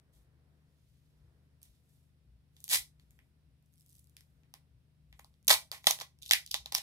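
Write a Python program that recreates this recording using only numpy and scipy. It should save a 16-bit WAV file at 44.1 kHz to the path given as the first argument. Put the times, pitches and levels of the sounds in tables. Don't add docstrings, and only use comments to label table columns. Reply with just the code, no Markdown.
import sys
import numpy as np
from scipy import signal
from scipy.io import wavfile
from scipy.ndimage import map_coordinates

SR = 44100
rng = np.random.default_rng(int(sys.argv[2]) if len(sys.argv) > 2 else 0)


def output_pcm(signal):
    pcm = np.clip(np.atleast_2d(signal).T, -1, 1) * 32767
    wavfile.write(sys.argv[1], SR, np.round(pcm).astype(np.int16))


def level_to_linear(level):
    exponent = np.asarray(level, float) / 20
    return 10 ** exponent


N = 300938


def rms_one(x):
    return x / np.sqrt(np.mean(x ** 2) + 1e-20)


def in_time(spans, fade_s):
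    t = np.arange(N) / SR
    s, level_db, *columns = np.transpose(np.concatenate(spans))
    gate = 0
    for rows in spans:
        to_edge_s = np.minimum(t - rows[0][0], rows[-1][0] - t)
        gate = gate + np.clip(to_edge_s / fade_s, 0, 1)
    return [gate * level_to_linear(np.interp(t, s, level_db))] + [np.interp(t, s, c) for c in columns]


def at_hz(points, hz):
    table_hz, values = np.transpose(points)
    return np.interp(np.log(hz), np.log(np.maximum(table_hz, 1)), values)


def drift(rate_hz):
    knots = rng.standard_normal(int(N / SR * rate_hz * 2) + 3)
    return map_coordinates(knots, [np.linspace(0, len(knots) - 1, N)], order=3)


def band(x, low_hz, high_hz):
    sos = signal.butter(2, [low_hz, min(high_hz, 0.45 * SR)], "band", fs=SR, output="sos")
    return signal.sosfilt(sos, x)


def resonance(x, hz, width_hz):
    r = np.exp(-np.pi * width_hz / SR)
    poles = [1, -2 * r * np.cos(2 * np.pi * hz / SR), r * r]
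    return signal.lfilter([(1 - r * r) / 2, 0, (r * r - 1) / 2], poles, x)


def body(x, modes, low_hz, high_hz, broad_db):
    click = np.arange(4096) == 0
    response = level_to_linear(broad_db) * click
    for hz, width_hz, level_db in modes:
        response = response + level_to_linear(level_db) * resonance(click, hz, width_hz)
    response = band(band(response, low_hz, high_hz), low_hz, high_hz)
    unit_energy = rms_one(response) / 64
    return signal.oaconvolve(x, unit_energy[None], axes=-1)[:, :N]


def releases(per_s, spread_db, alike):
    sizes_db = spread_db * np.minimum(rng.exponential(1, (4, N)), 4)
    sizes = level_to_linear(sizes_db) * rng.choice([-1, 1], (4, N))
    shared, *own = sizes * (rng.random((4, N)) < per_s / SR)
    alike = np.clip(alike, 0, 1)
    return rms_one(np.sqrt(alike) * shared + np.sqrt(1 - alike) * np.array(own))


def floor():
    # frequency in Hz, level in dB per Hz.
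    spectrum = [(20, -26), (45, -17.5), (90, -11.5), (150, -14.5), (190, -18.5), (300, -25.5), (500, -29),
                (900, -38), (1500, -37), (3000, -39.5), (4700, -41.5), (6500, -50.5), (10500, -43.5),
                (15500, -52)]
    # frequency in Hz, left-right likeness from 0 to 1.
    likeness = [(60, 0.38), (250, 0.67), (700, 0.7), (2000, 0.046), (8000, 0.039)]
    # frequency in Hz, left minus right in dB.
    leaning = [(60, 6.5), (380, 0.5), (2380, -1), (15000, -0.5)]
    # time in seconds, level in dB.
    swell = [(.6, 4), (.9, -2.5), (1.3, 5), (1.699, -0.5), (2.3, -1), (3.301, 0.5), (3.8, -4), (4.4, 1.5),
             (5, -2), (6.2, -2)]
    out, edges_hz = 0, 22 * 2 ** np.arange(0, 9.8, 0.5)
    white = rng.standard_normal((2, 2, N))
    swell_db = np.interp(np.arange(N) / SR, *np.transpose(swell))
    for k, (low_hz, high_hz) in enumerate(zip(edges_hz, edges_hz[1:])):
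        mid, side = band(white[k % 2], low_hz, high_hz)
        hz = np.sqrt(low_hz * high_hz)
        alike = np.clip(at_hz(likeness, hz), -1, 1)
        lean = level_to_linear(at_hz(leaning, hz) / 2 * np.array([[1], [-1]]))
        gain = level_to_linear(at_hz(spectrum, hz) + swell_db * (250 < hz < 2000))
        pair = np.sqrt(1 + alike) * mid + np.sqrt(1 - alike) * side * [[1], [-1]]
        out = out + gain * lean * pair
    return level_to_linear(-64 - 9.5) * rms_one(out)


def hum():
    # frequency in Hz, level in dB rms.
    lines = [(75.4, -74), (123.8, -76.5), (150.7, -75), (197, -88), (270, -90)]
    t, out = np.arange(N) / SR, 0
    for hz, db in lines:
        waver_db = 2 * drift(3)
        tone = np.sin(2 * np.pi * (hz * t + rng.random()))
        out = out + np.sqrt(2) * level_to_linear(db + waver_db) * tone
    return out


def bumps():
    # centre in seconds, level in dB, half length in seconds.
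    shifts = [(0.197, -66.5, 0.064), (0.925, -73, 0.089), (1.249, -64, 0.09), (1.71, -59, 0.03),
              (2.326, -63, 0.078), (2.792, -62.5, 0.037), (3.05, -70, 0.26), (3.95, -75.5, .1),
              (3.48, -70, .07), (4.359, -71, .06), (4.75, -63.5, 0.041), (5.113, -62.5, 0.084),
              (5.28, -70.5, 0.081), (5.55, -65, .07), (6.29, -67, 0.093), (6.604, -63.5, 0.15)]
    t, gain = np.arange(N) / SR, 0
    for s, db, half_s in shifts:
        gain = gain + level_to_linear(db) * np.exp(-((t - s) / half_s) ** 2)
    mode_hz = 61 + 2.0 * drift(4.9)
    mode = level_to_linear(1.5 + 1.4 * drift(6.8)) * np.sin(2 * np.pi * np.cumsum(mode_hz) / SR)
    rumble = rms_one(band(band(rng.standard_normal(N), 36, 160), 36, 160))
    return gain * (mode + level_to_linear(-5.5) * rumble)


def room(x):
    # band centre in Hz, t60 in seconds, level in dB.
    decay = [(545, 0.22, -14.5), (1060, 0.18, -11), (2200, 0.17, -9), (4500, 0.18, -10), (8300, 0.2, -15.5),
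             (13000, 0.16, -11.5)]
    t = np.arange(int(0.4 * SR)) / SR
    white, tail = rng.standard_normal((2, 2, len(t))), 0
    for k, (hz, t60_s, level_db) in enumerate(decay):
        dying = band(white[k % 2], hz / 1.34, hz * 1.42) * level_to_linear(-60 * t / t60_s)
        tail = tail + level_to_linear(level_db - 20) * dying
    tail = tail * np.clip((t - 0.002) / 0.0064, 0, 1)
    return signal.oaconvolve(x[None], tail, axes=-1)[:, :N]


def rubbing():
    # start in seconds, rise in seconds, fall in seconds, top level in dB, brightness in relative dB.
    strokes = [
        (0.123, 0.013, 0.13, -71, 4.5),
        (.45, 0.46, .75, -79, 1),
        (1.614, 0.013, 0.18, -67.5, 2),
        (1.78, 0.15, 0.19, -76.5, 6.5),
        (2.52, 0.079, 0.25, -73, 6.5),
        (2.99, 0.0087, 0.13, -78, 3.5),
        (3.1, .01, 0.22, -83.5, 10),
        (3.62, 0.34, 0.32, -82.5, 12),
        (4.19, 0.016, 0.43, -86, 7),
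        (5.081, 0.1, 0.24, -90, 16.5),
    ]
    t, gain, bright = np.arange(0, N, 32) / SR, 0, 0
    for s, rise_s, fall_s, top_db, bright_db in strokes:
        share = np.interp(t, [s, s + rise_s, s + rise_s + fall_s], [0, 1, 0])
        stroke = np.minimum(8 * share, 1) * level_to_linear(top_db - 15 * (1.5 - share))
        gain = gain + stroke
        bright = bright + stroke * level_to_linear(bright_db)
    gain, bright = (np.interp(np.arange(N) / SR, t, slow) for slow in (gain, bright))
    hiss = releases(per_s=2800, spread_db=2.5, alike=0.4) * level_to_linear(-0.5 + 1.2 * drift(36))
    grains = hiss + level_to_linear(-24) * releases(per_s=150, spread_db=2.5, alike=0.58)
    return np.array([grains * gain, grains * gain * level_to_linear(-25), grains * gain * level_to_linear(-10), grains * bright])


def peeling():
    # time in seconds, level in dB.
    pulls = [
        [(2.69, -44.5), (2.717, -31), (2.745, -26.5), (2.8, -49.5)],
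        [(5.484, -31.5), (5.528, -27.5), (5.55, -35.5)],
        [(5.72, -42.5), (5.73, -50), (5.79, -63)],
        [(5.812, -79), (5.86, -56), (5.865, -34)],
        [(5.873, -38), (5.883, -38.5), (5.92, -46)],
        [(5.985, -64), (6.017, -40), (6.04, -77.5)],
        [(6.313, -37), (6.345, -38)],
        [(6.752, -28), (6.76, -48), (6.79, -36.5)],
    ]
    # roll core, flap, fibre crack, all in relative dB.
    grips = [(-15, -6, 2.5), (-8, -6.5, 2), (1.5, 3, -0.5), (-1, -9.5, 0), (-5, -18, 3), (-3, -9.5, -5.5),
             (-14, -8, 4), (-7, -4.5, -6)]
    core_follows, flap_follows = 0.65, 0.3
    spans = []
    for rows, (core_db, flap_db, fibre_db) in zip(pulls, grips):
        top_db = max(db for s, db in rows)
        spans.append([(s, db, core_db + core_follows * (db - top_db),
                       flap_db + flap_follows * (db - top_db), fibre_db) for s, db in rows])
    gain, core_db, flap_db, fibre_db = in_time(spans, fade_s=0.0062)
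    threads = releases(per_s=7000, spread_db=4.0, alike=0.37) * level_to_linear(-3.0 + 2.8 * drift(200))
    return np.array([gain * threads * level_to_linear(rel_db) for rel_db in (0, core_db, flap_db, fibre_db)])


def creeps():
    # start in seconds, length in seconds, ticks per second, top level in dB, pitch in Hz.
    runs = [
        (3.59, 0.13, 30., -82, 6500),
        (3.719, .13, 134, -74.5, 6200),
        (3.859, 0.14, 162, -71, 6060),
        (4.021, .08, 40., -74, 5950),
        (6.212, 0.085, 150, -59, 4030),
    ]
    core_db, flap_db, spread_db, arch_db = -33, -26, 3.0, 4.5
    rows = []
    for s, length_s, per_s, top_db, hz in runs:
        draws = rng.standard_normal((60, 3))
        at_s = np.cumsum(np.exp(0.5 * draws[:, 0])) / per_s
        level_db = top_db - arch_db * (2 * at_s / length_s - 1.3) ** 2 + spread_db * draws[:, 1]
        for a, db, d in zip(at_s, level_db, draws[:, 2]):
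            if a < length_s:
                rows.append((s + a, db, core_db, flap_db, hz * np.exp(0.16 * d)))
    return rows


def snaps():
    # time in seconds, sheet level in dB, roll core in relative dB, flap in relative dB,
    # pitch of the loose sheet in Hz.
    picks = [(1.6168, -65.5, -9, -14, 5270), (1.6296, -56.5, -25, -25, 6630), (2.5662, -57, -17, -12, 3470),
             (2.6037, -63.5, -20, -19, 7800), (2.641, -46.5, -21.5, -20, 6850),
             (2.6795, -43.5, -24.5, -15, 4537), (2.9972, -65, -12, -4, 4180),
             (3.1075, -71, -13.5, -0.5, 7550), (3.1897, -70.5, 3.5, 13.5, 5000),
             (4.1671, -51, -25.5, -5, 5000), (4.2076, -60.5, -22.5, -5, 5600),
             (4.434, -71.5, -18.5, 5.5, 2910), (4.539, -50, -3.5, -3.5, 5100), (5.1267, -58.5, -5, 2, 3520),
             (5.1918, -59.5, -1, -7, 4070), (5.1947, -62, 6.5, 8, 7635), (5.2451, -58, 0, -25, 5000),
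             (5.3403, -71, -19, -5, 3400), (5.4277, -77.5, -18, -10.5, 7120),
             (5.4466, -73.5, -20, -16, 7580), (5.47, -68.5, -25, -25, 7500), (1.654, -67, -13, -12, 4800),
             (6.188, -69, -19.5, -15, 5500)]
    tears = [(2.6905, -40.5, -35.5, -20.5, 6600), (2.7143, -37.5, -20.5, -5, 6600),
             (2.7445, -32.5, -29, 3.5, 5626), (2.7598, -39, -23, -0.5, 4000),
             (5.4793, -20, -21.5, -18, 7128), (5.4825, -22, -13, -10, 6300), (5.4955, -22.5, -8, -8, 6300),
             (5.5033, -19, -6, -6.5, 5000), (5.508, -20, -3.5, -4, 4497), (5.5111, -17, -15.5, -4.5, 3550),
             (5.5272, -24.5, -4, -31, 3800), (5.5307, -26, -5, -17.5, 3970),
             (5.5396, -27.5, -30.5, -10, 4300), (5.7156, -36.5, -1, -19, 4800),
             (5.8424, -49.5, -6, -2.5, 3700), (5.8568, -55.5, -10, -24, 6780),
             (5.8689, -17, -15.5, -17, 3420), (5.8708, -18.5, -8.5, -7, 4074),
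             (5.895, -42, -3.5, -16, 3700), (5.9057, -37, 3, -11, 5640), (5.909, -23.5, -25.5, -11, 6490),
             (5.988, -47.5, -1.5, -1, 3400), (6.001, -42, -9, -17, 4974), (6.0115, -41, -7.5, -2, 3700)]
    tugs = [(6.218, -55, -35, -24.5, 3700), (6.2232, -45, -44, -26, 3700), (6.2308, -46, -41.5, -25, 3820),
            (6.2546, -53, -40.5, -22, 4800), (6.2611, -43, -52, -21, 3860), (6.2931, -40.5, -47, -22, 3870),
            (6.3009, -45.5, -13.5, -29.5, 4848), (6.31, -18, -20.5, -4, 3420),
            (6.3103, -25, -26, -10, 4620), (6.3202, -29.5, -38, -18, 4300), (6.334, -20, -20.5, 0, 5000),
            (6.4627, -44.5, -35, -34.5, 5000), (6.4752, -50, -30, -19, 4100), (6.5108, -42, -38, -23, 5230),
            (6.5135, -32.5, -33, -31, 5000), (6.542, -23.5, -18, -15, 3700),
            (6.5493, -43.5, 1.5, -29.5, 3426), (6.659, -40, -10, -11.5, 3980), (6.7208, -43, -9, -10, 4250),
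            (6.723, -36, -10.5, -14, 5260), (6.7315, -46, -2, -9, 4000), (6.7443, -36, -12, -22, 5000),
            (6.7494, -22.5, -14, -14, 5400)]
    # relative dB at 5 kHz sheet pitch, dB per octave above; a tighter patch cracks brighter
    kinds = (picks, 0, 17), (tears, -2, 4.3), (tugs, -3, 14), (creeps(), 5.6, 10.4)
    threads = releases(per_s=11000, spread_db=1.0, alike=0.47)
    force, n = np.zeros((4, 3, N)), np.arange(256)
    for rows, crack_db, db_per_oct in kinds:
        for s, sheet_db, core_db, flap_db, sheet_hz in rows:
            fibre_db = crack_db + db_per_oct * np.log2(sheet_hz / 5000)
            at = round(s * SR)
            span = np.clip(3.5 + 0.027 * sheet_db, 1, 4) * SR / 1000
            swell = np.minimum((n + 1) / 10, 1) * np.exp(-2.5 * n / span)
            burst = threads[:, at:at + len(n)] * swell
            burst[2] = n == 0
            energy = np.sum(burst ** 2, axis=1, keepdims=True)
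            burst = burst * np.sqrt(span / (energy + 1e-9))
            patch = resonance(burst, sheet_hz, 0.13 * sheet_hz)
            ringing = 0.71 * burst + np.array([[1.3], [1.3], [0.6]]) * patch
            gains = level_to_linear(sheet_db + np.array([0, core_db, flap_db, fibre_db]))
            force[:, :, at:at + len(n)] += gains[:, None, None] * np.array([ringing, burst, burst, burst])
    return force


def tape(force):
    # frequency in Hz, width in Hz, level in dB.
    core_modes = [(660, 38, -5), (800, 70, -1.5), (993, 380, -6)]
    flap_modes = [(1982, 180, -0.5), (2290, 170, -2.5), (3250, 280, -5)]
    sheet_modes = [(3700, 1100, 1), (5000, 460, -8), (6300, 2200, -4.5)]
    fibre_modes = [(8000, 2800, 0.87), (10600, 3200, -0.7), (15500, 740, -2)]
    sheet, core, flap, fibre = force
    out = body(sheet, sheet_modes, 2500, 8235, broad_db=0.5)
    out = out + body(core, core_modes, 380, 1433, broad_db=-16.0)
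    out = out + body(flap, flap_modes, 1400, 3234, broad_db=-8.5)
    out = out - body(fibre, fibre_modes, 6000, 15600, broad_db=2.5)
    return out + level_to_linear(-14.5) * band(sheet + core, 140, 300)


def scene():
    port_lag_samples, low_lean_db = 7, -2
    left, right, around = tape(snaps() + peeling() + rubbing())
    near = np.array([level_to_linear(-0.4) * left, level_to_linear(0.86) * right])
    desk_echo = level_to_linear(-22.0) * np.roll(near, round(0.0022 * SR), axis=1)
    near = near + desk_echo + room(around)
    apart = signal.sosfilt(signal.butter(1, 2600, fs=SR, output="sos"), near[0] - near[1])
    near = near - 0.5 * apart * [[1], [-1]]
    lows = signal.sosfilt(signal.butter(1, 3000, fs=SR, output="sos"), near)
    near = near + lows * (level_to_linear(low_lean_db / 2 * np.array([[1], [-1]])) - 1)
    left, right = near + floor() + (hum() + bumps()) * level_to_linear([[1.6], [-1.6]])
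    return np.array([np.roll(left, port_lag_samples), right])


def band_limit(x):
    return signal.sosfilt(signal.butter(12, 16860, fs=SR, output="sos"), x)


def record(dry):
    rounded = 0.96 * np.tanh(dry / 0.88)
    top_cut = signal.cheby2(8, 30, 16300, fs=SR, output="sos")
    return band_limit(signal.sosfilt(top_cut, rounded))


dry = scene()
out = record(dry)
output_pcm(out)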